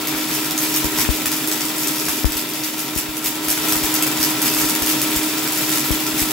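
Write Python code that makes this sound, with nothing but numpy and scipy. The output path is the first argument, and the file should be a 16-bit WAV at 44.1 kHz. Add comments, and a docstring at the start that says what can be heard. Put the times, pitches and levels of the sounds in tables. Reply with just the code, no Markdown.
"""In a small hard kitchen a countertop blender runs at full speed with thin plastic shards whirling in its jar.
The shaft hums as sine tones over a roar of air and housing, made of random spectra through resonances.
Shards rattle in waves of filtered ticks; cracks (noise bursts) and knocks (decaying sines) echo off the walls.
Jolts pop the left microphone as filtered pressure steps, and a limiter ducks both sides on the loudest peaks."""
import sys
import numpy as np
from scipy import signal
from scipy.fft import irfft
from scipy.io import wavfile
from scipy.ndimage import uniform_filter1d, minimum_filter1d

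SR = 44100
rng = np.random.default_rng(int(sys.argv[2]) if len(sys.argv) > 2 else 0)


def amp(db):
    return 10 ** (np.asarray(db, float) / 20)


def wav_out(sig):
    """Save sig, one row per channel (or a flat mono array), as 16-bit PCM at SR to the path in sys.argv[1]."""
    wavfile.write(sys.argv[1], SR, np.round(np.clip(np.atleast_2d(sig).T, -1, 1) * 32767).astype(np.int16))


N = 278695

# loudness of motor and air, which the steady rattle follows too: (time [s], level [dB])
MOTOR_LEVEL = [(0.1, -31), (0.42, -30.5), (0.99, -29), (1.28, -31), (2.01, -31), (2.67, -33.5),
               (3.25, -33.5), (3.51, -32), (3.68, -28), (3.92, -28), (4.48, -28.5), (4.85, -28),
               (6.22, -30)]


def evened(x):
    """Scales to rms 1."""
    return x / np.sqrt(np.mean(x ** 2) + 1e-20)


def read(points, hz):
    """Value of a spectrum table at hz, interpolated along log frequency."""
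    f, value = np.transpose(points)
    return np.interp(np.log(hz + 1), np.log(f + 1), value)


def curve(rows, axis):
    """One column of a time table, for every sample."""
    rows = np.array(rows)
    return np.interp(np.arange(N) / SR, rows[:, 0], rows[:, axis])


def waver(hz):
    """Slow random wander of rms 1, up to about hz."""
    smooth = uniform_filter1d(rng.standard_normal(N), size=300)
    return evened(signal.lfilter([1], [1, -np.exp(-2 * np.pi * hz / SR)], smooth))


def coloured(x, points):
    """Filters x by a spectrum table."""
    hz = np.fft.rfftfreq(512, 1 / SR)
    taps = np.roll(irfft(amp(read(points, hz))), 256) * np.hanning(512)
    return signal.oaconvolve(x, taps, "same")


def hum():
    """Shaft orders are sines locked to the turning shaft, each wavering a little in level."""
    # shaft speed: (time [s], speed [turns per s])
    shaft = [(0, 310.1), (2.1, 310.2), (2.5, 309.7), (3.4, 309.7), (3.8, 310.1), (6.32, 310.4)]
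    # shaft orders: (multiple of the shaft speed, relative level [dB], left over right [dB])
    orders = [(1, 0.5, -3.5), (2, -18.5, -11.5), (3, -18, 2), (4, -31.5, 30.5), (12, -17, 4)]
    turns = np.cumsum(curve(shaft, axis=1)) / SR
    out = np.zeros((2, N))
    for k, db, left_db in orders:
        level = amp(db + 1.67 * waver(hz=11))
        tone = np.sqrt(2) * np.sin(2 * np.pi * (round(k) * turns + rng.random())) * level
        out += tone * amp([[left_db / 2], [-left_db / 2]])
    return out


def roar():
    """Air noise as random short-time spectra through the housing resonances, with drifting patches."""
    # roar of fan air and tiny shards: (frequency [Hz], relative level per Hz [dB])
    air_spectrum = [(30, -48), (60, -49), (100, -16.5), (190, -1.5), (330, 2), (520, -0.5), (1150, -1),
                    (2500, 0), (5000, -2.5), (8700, -12.5), (12000, -9.5), (14200, -14), (15700, -4)]
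    # housing, jar and counter resonances, plus a narrow line at 410 Hz, 100 Hz above the shaft tone: (centre
    # [Hz], width [Hz], boost [dB])
    resonances = [(139, 39, 16.5), (232, 22.5, 7.5), (272.5, 35, 12), (318, 49, 2), (394.5, 27, 9),
                  (410, 9, 5.5), (760, 15, 7.5), (972, 107, 8), (1325, 19, 8.5), (1357, 51, 6.5),
                  (1935, 79, 3.5), (2390, 29, 9), (2635, 27, 7.5), (3470, 390, 4), (4680, 450, 0.5),
                  (7610, 680, 10.5), (10700, 210, 13)]
    # how alike the two microphones hear it: (frequency [Hz], left-right likeness [1 = same])
    likeness = [(60, 0.65), (130, 0.97), (290, 0.96), (640, 0.8), (1410, 0.57), (3100, 0.42), (6820, 0.062),
                (15000, 1)]
    # balance between the microphones: (frequency [Hz], left over right [dB])
    balance = [(60, -3), (110, -2), (200, 1.5), (380, 1), (700, 0.5), (1290, 0), (2380, 2.5), (4400, 1.5),
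               (8120, -3), (15000, 14.5)]
    frames, hz = N // 1024 + 5, np.fft.rfftfreq(4096, 1 / SR)
    a, b, c, d, patches = rng.standard_normal((frames, 2049, 5)).T
    patches = uniform_filter1d(patches, size=40, axis=0)  # along frequency
    patches = evened(uniform_filter1d(patches, size=4, axis=1))  # along time
    body_db = read(air_spectrum, hz)
    for centre, width, boost in resonances:
        body_db = body_db + boost / (1 + (2 * (hz - centre) / width) ** 2)
    same = np.clip(read(likeness, hz), -1, 1)[:, None]
    tilt = amp(read(balance, hz) / 2)[:, None]
    left = a + 1j * b
    right = same * left + np.sqrt(1 - same ** 2) * (c + 1j * d)
    spectra = np.array([left * tilt, right / tilt]) * amp(body_db[:, None] + 0.53 * patches)
    air = evened(signal.istft(spectra, nperseg=4096, noverlap=3072)[1][:, :N])
    return amp(7.0 + 0.97 * waver(hz=40)) * air


def on_left(x):
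    """Puts x at the left microphone, 34 dB weaker at the right."""
    return x * amp([[0], [-34]])


def supply_hum():
    """Faint steady mains sine, mostly on the left."""
    # supply hum: frequency [Hz], amplitude before the low cut [dB]
    mains = (50, -63)
    hz, db = mains
    return on_left(amp(db) * np.sin(2 * np.pi * hz * np.arange(N) / SR))


def wave_level():
    """Level of the swarm: each wave swells fast and fades more slowly, over a lull that follows the motor."""
    # waves of shards thrown up the jar wall: (time of crest [s], level [dB], length [s])
    crests = [(.07, -40, 0.041), (.18, -29, 0.13), (0.346, -25, 0.12), (0.634, -22.5, 0.082),
              (0.662, -26, .06), (0.763, -27, 0.082), (0.995, -17.5, 0.063), (1.116, -26.5, 0.12),
              (1.34, -29, 0.32), (1.504, -35, 0.092), (1.62, -28.5, 0.072), (1.817, -27, .2),
              (1.977, -29, 0.25), (2.114, -28, 0.18), (2.364, -29.5, 0.075), (2.556, -27.5, 0.033),
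              (2.645, -25.5, 0.087), (2.822, -31, 0.076), (2.978, -21.5, 0.041), (3.257, -22, .05),
              (3.511, -20.5, 0.066), (3.707, -29, 0.18), (3.84, -24, 0.051), (3.954, -26, 0.054),
              (4.024, -36, 0.037), (4.229, -18.5, .07), (4.463, -19, 0.066), (4.6, -21.5, 0.15),
              (4.885, -20.5, 0.083), (5.034, -29, .1), (5.156, -25, 0.23), (5.603, -26, 0.095),
              (5.75, -25, 0.43), (6.19, -22.5, 0.12), (6.31, -31, .1)]
    rise, drop_db = 0.6, -13.5  # rise time as a share of the length; fall over one length
    lull_db = -3.5  # rattle between waves, over the motor level
    t = np.arange(N) / SR
    power = amp(2 * (curve(MOTOR_LEVEL, axis=1) + lull_db))
    for s, db, length in crests:
        away = np.maximum((t - s) / length, (s - t) / (rise * length))
        power = power + amp(2 * (db + drop_db * away))
    return np.sqrt(power)


def rattle(count=10):
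    """Thousands of small shards a second tick the wall, each tick ringing in one of several bands chosen at
    random; a few are large."""
    # colour of the swarm: (frequency [Hz], relative level per Hz [dB])
    swarm = [(500, -46), (900, -22), (1500, -10), (2600, -3), (4200, -6), (5000, 1), (7500, -1), (9500, -3),
             (12300, 4), (14200, -1.5), (15700, 0.5)]
    ticks_per_s = 2600
    ticks = (rng.random(N) < ticks_per_s / SR) * amp(4.9 * np.minimum(rng.exponential(1, N), 4))
    kind, noise = rng.integers(0, count, N), rng.standard_normal(N)
    decay = np.exp(-np.arange(300) / 38.0)  # in samples, just under 1 ms
    snaps = np.zeros(N)
    for k, hz in enumerate(np.geomspace(1300, 14500, count)):
        burst = signal.oaconvolve(ticks * (kind == k), decay)[:N] * noise
        ringing = signal.lfilter(*signal.iirpeak(hz, 2.5, SR), burst)
        snaps += .5 * burst + np.sqrt(9000 / hz) * ringing
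    return evened(coloured(snaps, swarm)) * wave_level()


def cracks():
    """Each crack is a noise burst of about 3 ms, strengthened where the shard rings; lesser ones fall at random."""
    # single cracks, before the room: (time [s], peak level [dB], ring of the shard [Hz])
    single = [(0.0715, -8, 12300), (0.3396, -12, 7920), (0.4449, -10.5, 2630), (0.5089, -7, 3560),
              (0.578, -6, 7740), (0.628, -11, 11900), (0.7404, -5.5, 4820), (0.7614, -5, 12500),
              (0.8435, -6.5, 11100), (1.258, -4.5, 7660), (1.3164, -7, 7240), (1.474, -7.5, 12000),
              (1.514, -7, 7240), (1.6072, -11, 5650), (1.7817, -10, 7300), (1.8334, -9, 7450),
              (1.8724, -5.5, 7670), (2.053, -12, 12500), (2.0853, -7, 2610), (2.3206, -9.5, 3460),
              (2.369, -9.5, 12400), (2.7931, -12, 12000), (2.9786, -11, 12200), (3.242, -9, 10700),
              (3.259, -5, 12400), (3.3538, -14.5, 5900), (3.444, -12, 12400), (3.484, -8, 11100),
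              (3.5016, -5.5, 12100), (3.5772, -9.5, 6460), (3.65, -11, 7410), (3.6845, -5, 10700),
              (3.7227, -3, 11100), (3.7559, -5, 12400), (3.835, -9, 13800), (3.9402, -7, 12400),
              (4.0238, -4, 10300), (4.0664, -6.5, 12000), (4.202, -9, 12400), (4.2287, -8, 11800),
              (4.417, -5, 12100), (4.5377, -7, 10700), (4.6145, -7, 7800), (4.6874, -10, 11000),
              (4.696, -7.5, 7730), (4.7506, -8, 2900), (4.8212, -5.5, 5860), (4.8614, -7, 11500),
              (4.892, -7, 4740), (5.0157, -3.5, 10600), (5.1614, -8, 7430), (5.4316, -13, 14800),
              (5.475, -9, 7330), (5.521, -14, 11000), (5.5737, -7, 7810), (5.6924, -8, 10700),
              (5.7167, -6, 5430), (5.7564, -10, 11500), (5.9142, -8.5, 9820), (6.0658, -10, 4750),
              (6.1934, -8.5, 7380), (6.2167, -9, 10700)]
    # colour of one crack: (frequency [Hz], relative level per Hz [dB])
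    shard = [(410, -54), (700, -1), (1150, -15.5), (1360, -3.5), (1600, -4.5), (2590, -6), (4190, -7),
             (5020, -1), (9980, -4), (12300, -0.5), (15500, -3)]
    small_per_s, small_db, small_spread_db = 6.5, -11, 1.5
    when, size, tone = rng.random((round(small_per_s * N / SR), 3)).T
    levels = small_db - small_spread_db * 2 * size
    small = zip(when * N / SR, levels, 3000 * (14000 / 3000) ** tone)  # ring 3 to 14 kHz
    t, out = np.arange(1500) / SR, np.zeros(N + 1500)
    shape = (1 - np.exp(-t / .0004)) * np.exp(-t / .0028)
    for s, db, hz in list(single) + list(small):
        noise = rng.standard_normal(1500)
        bright = signal.lfilter(*signal.iirpeak(min(hz, 20000), 2.2, SR), noise)
        snap = shape * evened(coloured(noise + 0.61 * bright, shard))
        out[round(s * SR):][:1500] += amp(db) * snap / abs(snap).max()
    return out[:N]


def knocks():
    """Bigger pieces knock the jar wall, which rings briefly in a few decaying modes."""
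    # knocks, before the room: (time [s], peak level [dB], tone of the struck patch [Hz])
    struck = [(.14, -10.5, 2400), (.297, -17, 1610), (.989, -9.5, 1480), (1.05, -8.5, 2560),
              (1.257, -8.5, 2560), (2.0836, -10, 1630), (3.5763, -11, 2200), (3.7219, -10.5, 1430),
              (3.7534, -10.5, 1350), (4.2273, -19, 1350), (4.4427, -14, 1380), (4.5675, -13, 1400),
              (4.6092, -16, 1260), (4.954, -25, 1340), (5.3368, -16, 2390), (5.773, -17, 1800)]
    # wall modes: (multiple of the patch tone, relative level [dB], time to fall 60 dB [s])
    modes = [(1, 0, .009), (1.35, -4, .007), (.72, -4, .012)]
    t, out = np.arange(1500) / SR, np.zeros(N + 1500)
    for s, db, hz in struck:
        ring = sum(amp(mode_db - 60 * t / t60) * np.sin(2 * np.pi * k * hz * t) for k, mode_db, t60 in modes)
        out[round(s * SR):][:1500] += amp(db) * ring / abs(ring).max()
    return out[:N]


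def kitchen(x, count=6):
    """Direct sound, smeared echoes and a short tail; shards fly about, so six echo patterns alternate at random."""
    # counter and wall reflections: (delay [s], relative level [dB], smear [s])
    echoes = [(.0078, -4, 0.0022), (0.013, -16.5, .003), (.018, -9, .003), (.027, -27, .005)]
    t = np.arange(9000) / SR
    power = amp(2 * -36) * (t > .004) * amp(-120 * t / 0.32)  # tail: 60 dB down in 0.32 s
    for s, db, smear in echoes:
        power = power + amp(2 * db) * (t > s) * np.exp(-np.maximum(t - s, 0) / smear) / (smear * SR)
    place = np.repeat(rng.integers(0, count, N // 256 + 1), 256)[:N]
    left_db, right_db = 0.7, -0.7  # direct sound in decibels: amp() gives factors 1.08 and 0.92
    out = x * amp([[left_db], [right_db]])
    for k in range(count):
        shared, left, right = rng.standard_normal((3, 9000))
        taps = np.sqrt(power) * (0.51 * shared + 1.46 * np.array([left, right]))
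        out += signal.oaconvolve((x * (place == k))[None], taps, axes=1)[:, :N]
    return out


def pops():
    """Each jolt is a pressure step on the left diaphragm, with a short ring of its mount."""
    # jolts at the left microphone: (time [s], step before filtering [dB], direction [+1 inward, -1 outward])
    steps = [(0.8456, -6.5, 1), (0.941, -26, 1), (1.0899, 4.7, -1), (1.639, -26, 1), (1.882, -28, 1),
             (2.2449, 9, 1), (2.353, -17, -1), (2.9616, -10, 1), (3.086, -18, 1), (3.255, -23, 1),
             (3.4813, -21, 1), (3.7567, -29, -1), (3.8354, -12, 1), (4.195, -18, 1), (4.645, -19, 1),
             (4.818, -13, 1), (5.1609, -10.5, 1), (5.9064, 0, 1), (6.131, -21, 1), (6.2167, -9.5, -1)]
    jolts = (rng.random(N) < 8 / SR) * rng.standard_normal(N) * amp(-51)  # about 8 faint ones a second
    for s, db, way in steps:
        jolts[round(s * SR)] = np.sign(way) * amp(db)
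    t = np.arange(2000) / SR
    ring = amp(-14.7 - 60 * t / .037) * np.sin(2 * np.pi * 258 * t)
    pressure = np.cumsum(jolts) + signal.oaconvolve(jolts, ring)[:N]
    # the diaphragm rounds off each jolt above 2300 Hz
    soft = signal.lfilter(*signal.butter(2, 2300, fs=SR), pressure)
    # the pressure leaks away through the vent
    return on_left(signal.lfilter(*signal.butter(1, 142, "high", fs=SR), soft))


def scene():
    """Motor, shards in the room, supply hum, and jolts at the microphone."""
    motor = amp(curve(MOTOR_LEVEL, axis=1)) * (hum() + roar())
    shards = kitchen(rattle() + cracks() + knocks())
    return motor + supply_hum() + shards + pops()


def left_port(left):
    """Phase lead of the left microphone port, which varies with frequency."""
    # port phase: (frequency [Hz], lead of the left port [radians])
    port_lead = [(0, 0), (340, -0.2), (1120, 0.4), (1550, -0.2), (1810, 0.4), (2330, 0.2), (3360, 0.3),
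                 (4650, 0.1), (5170, 1.0), (7840, -0.0), (16700, 0.0)]
    hz = np.fft.rfftfreq(512, 1 / SR)
    taps = np.roll(irfft(np.exp(1j * read(port_lead, hz))), 255) * np.hanning(512)
    return signal.oaconvolve(left, taps, "same")


def low_cut(x):
    """Two resonant high-pass stages behind the microphone; they turn each pressure step into a falling thump."""
    # high-pass stages: (corner [Hz], Q)
    stages = [(56.4, 2.25), (28.2, 2.15)]
    for hz, q in stages:
        w = 2 * np.pi * hz
        x = signal.lfilter(*signal.bilinear([1, 0, 0], [1, w / q, w * w], SR), x)
    return x


def limiter(x):
    """Look-ahead limiter: the louder side's excess over -1 dB turns both sides down."""
    over_db = np.maximum(20 * np.log10(abs(x).max(0) + 1e-9) + 1.0, 0)
    ahead_db = -minimum_filter1d(-over_db, size=301)  # highest excess nearby, before and after
    fall = np.arange(N) * 2800. 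/ SR  # lets go at 2800 dB per s
    held_db = np.maximum.accumulate(ahead_db + fall) - fall
    return x / amp(uniform_filter1d(held_db, size=281))


def top_cut(x):
    """Nothing passes above the cut-off."""
    return signal.sosfilt(signal.butter(12, 17100, fs=SR, output="sos"), x)


def record(dry):
    """Left port phase, low cut, limiter shared by both sides, then a steep band edge at 15.79 kHz."""
    heard = low_cut(np.array([left_port(dry[0]), dry[1]]))
    edge = signal.firwin(1023, 15790, window=("kaiser", 9), fs=SR)
    mix = signal.oaconvolve(limiter(heard), edge[None], "same")
    return top_cut(mix)


dry = scene()
out = record(dry)
wav_out(out)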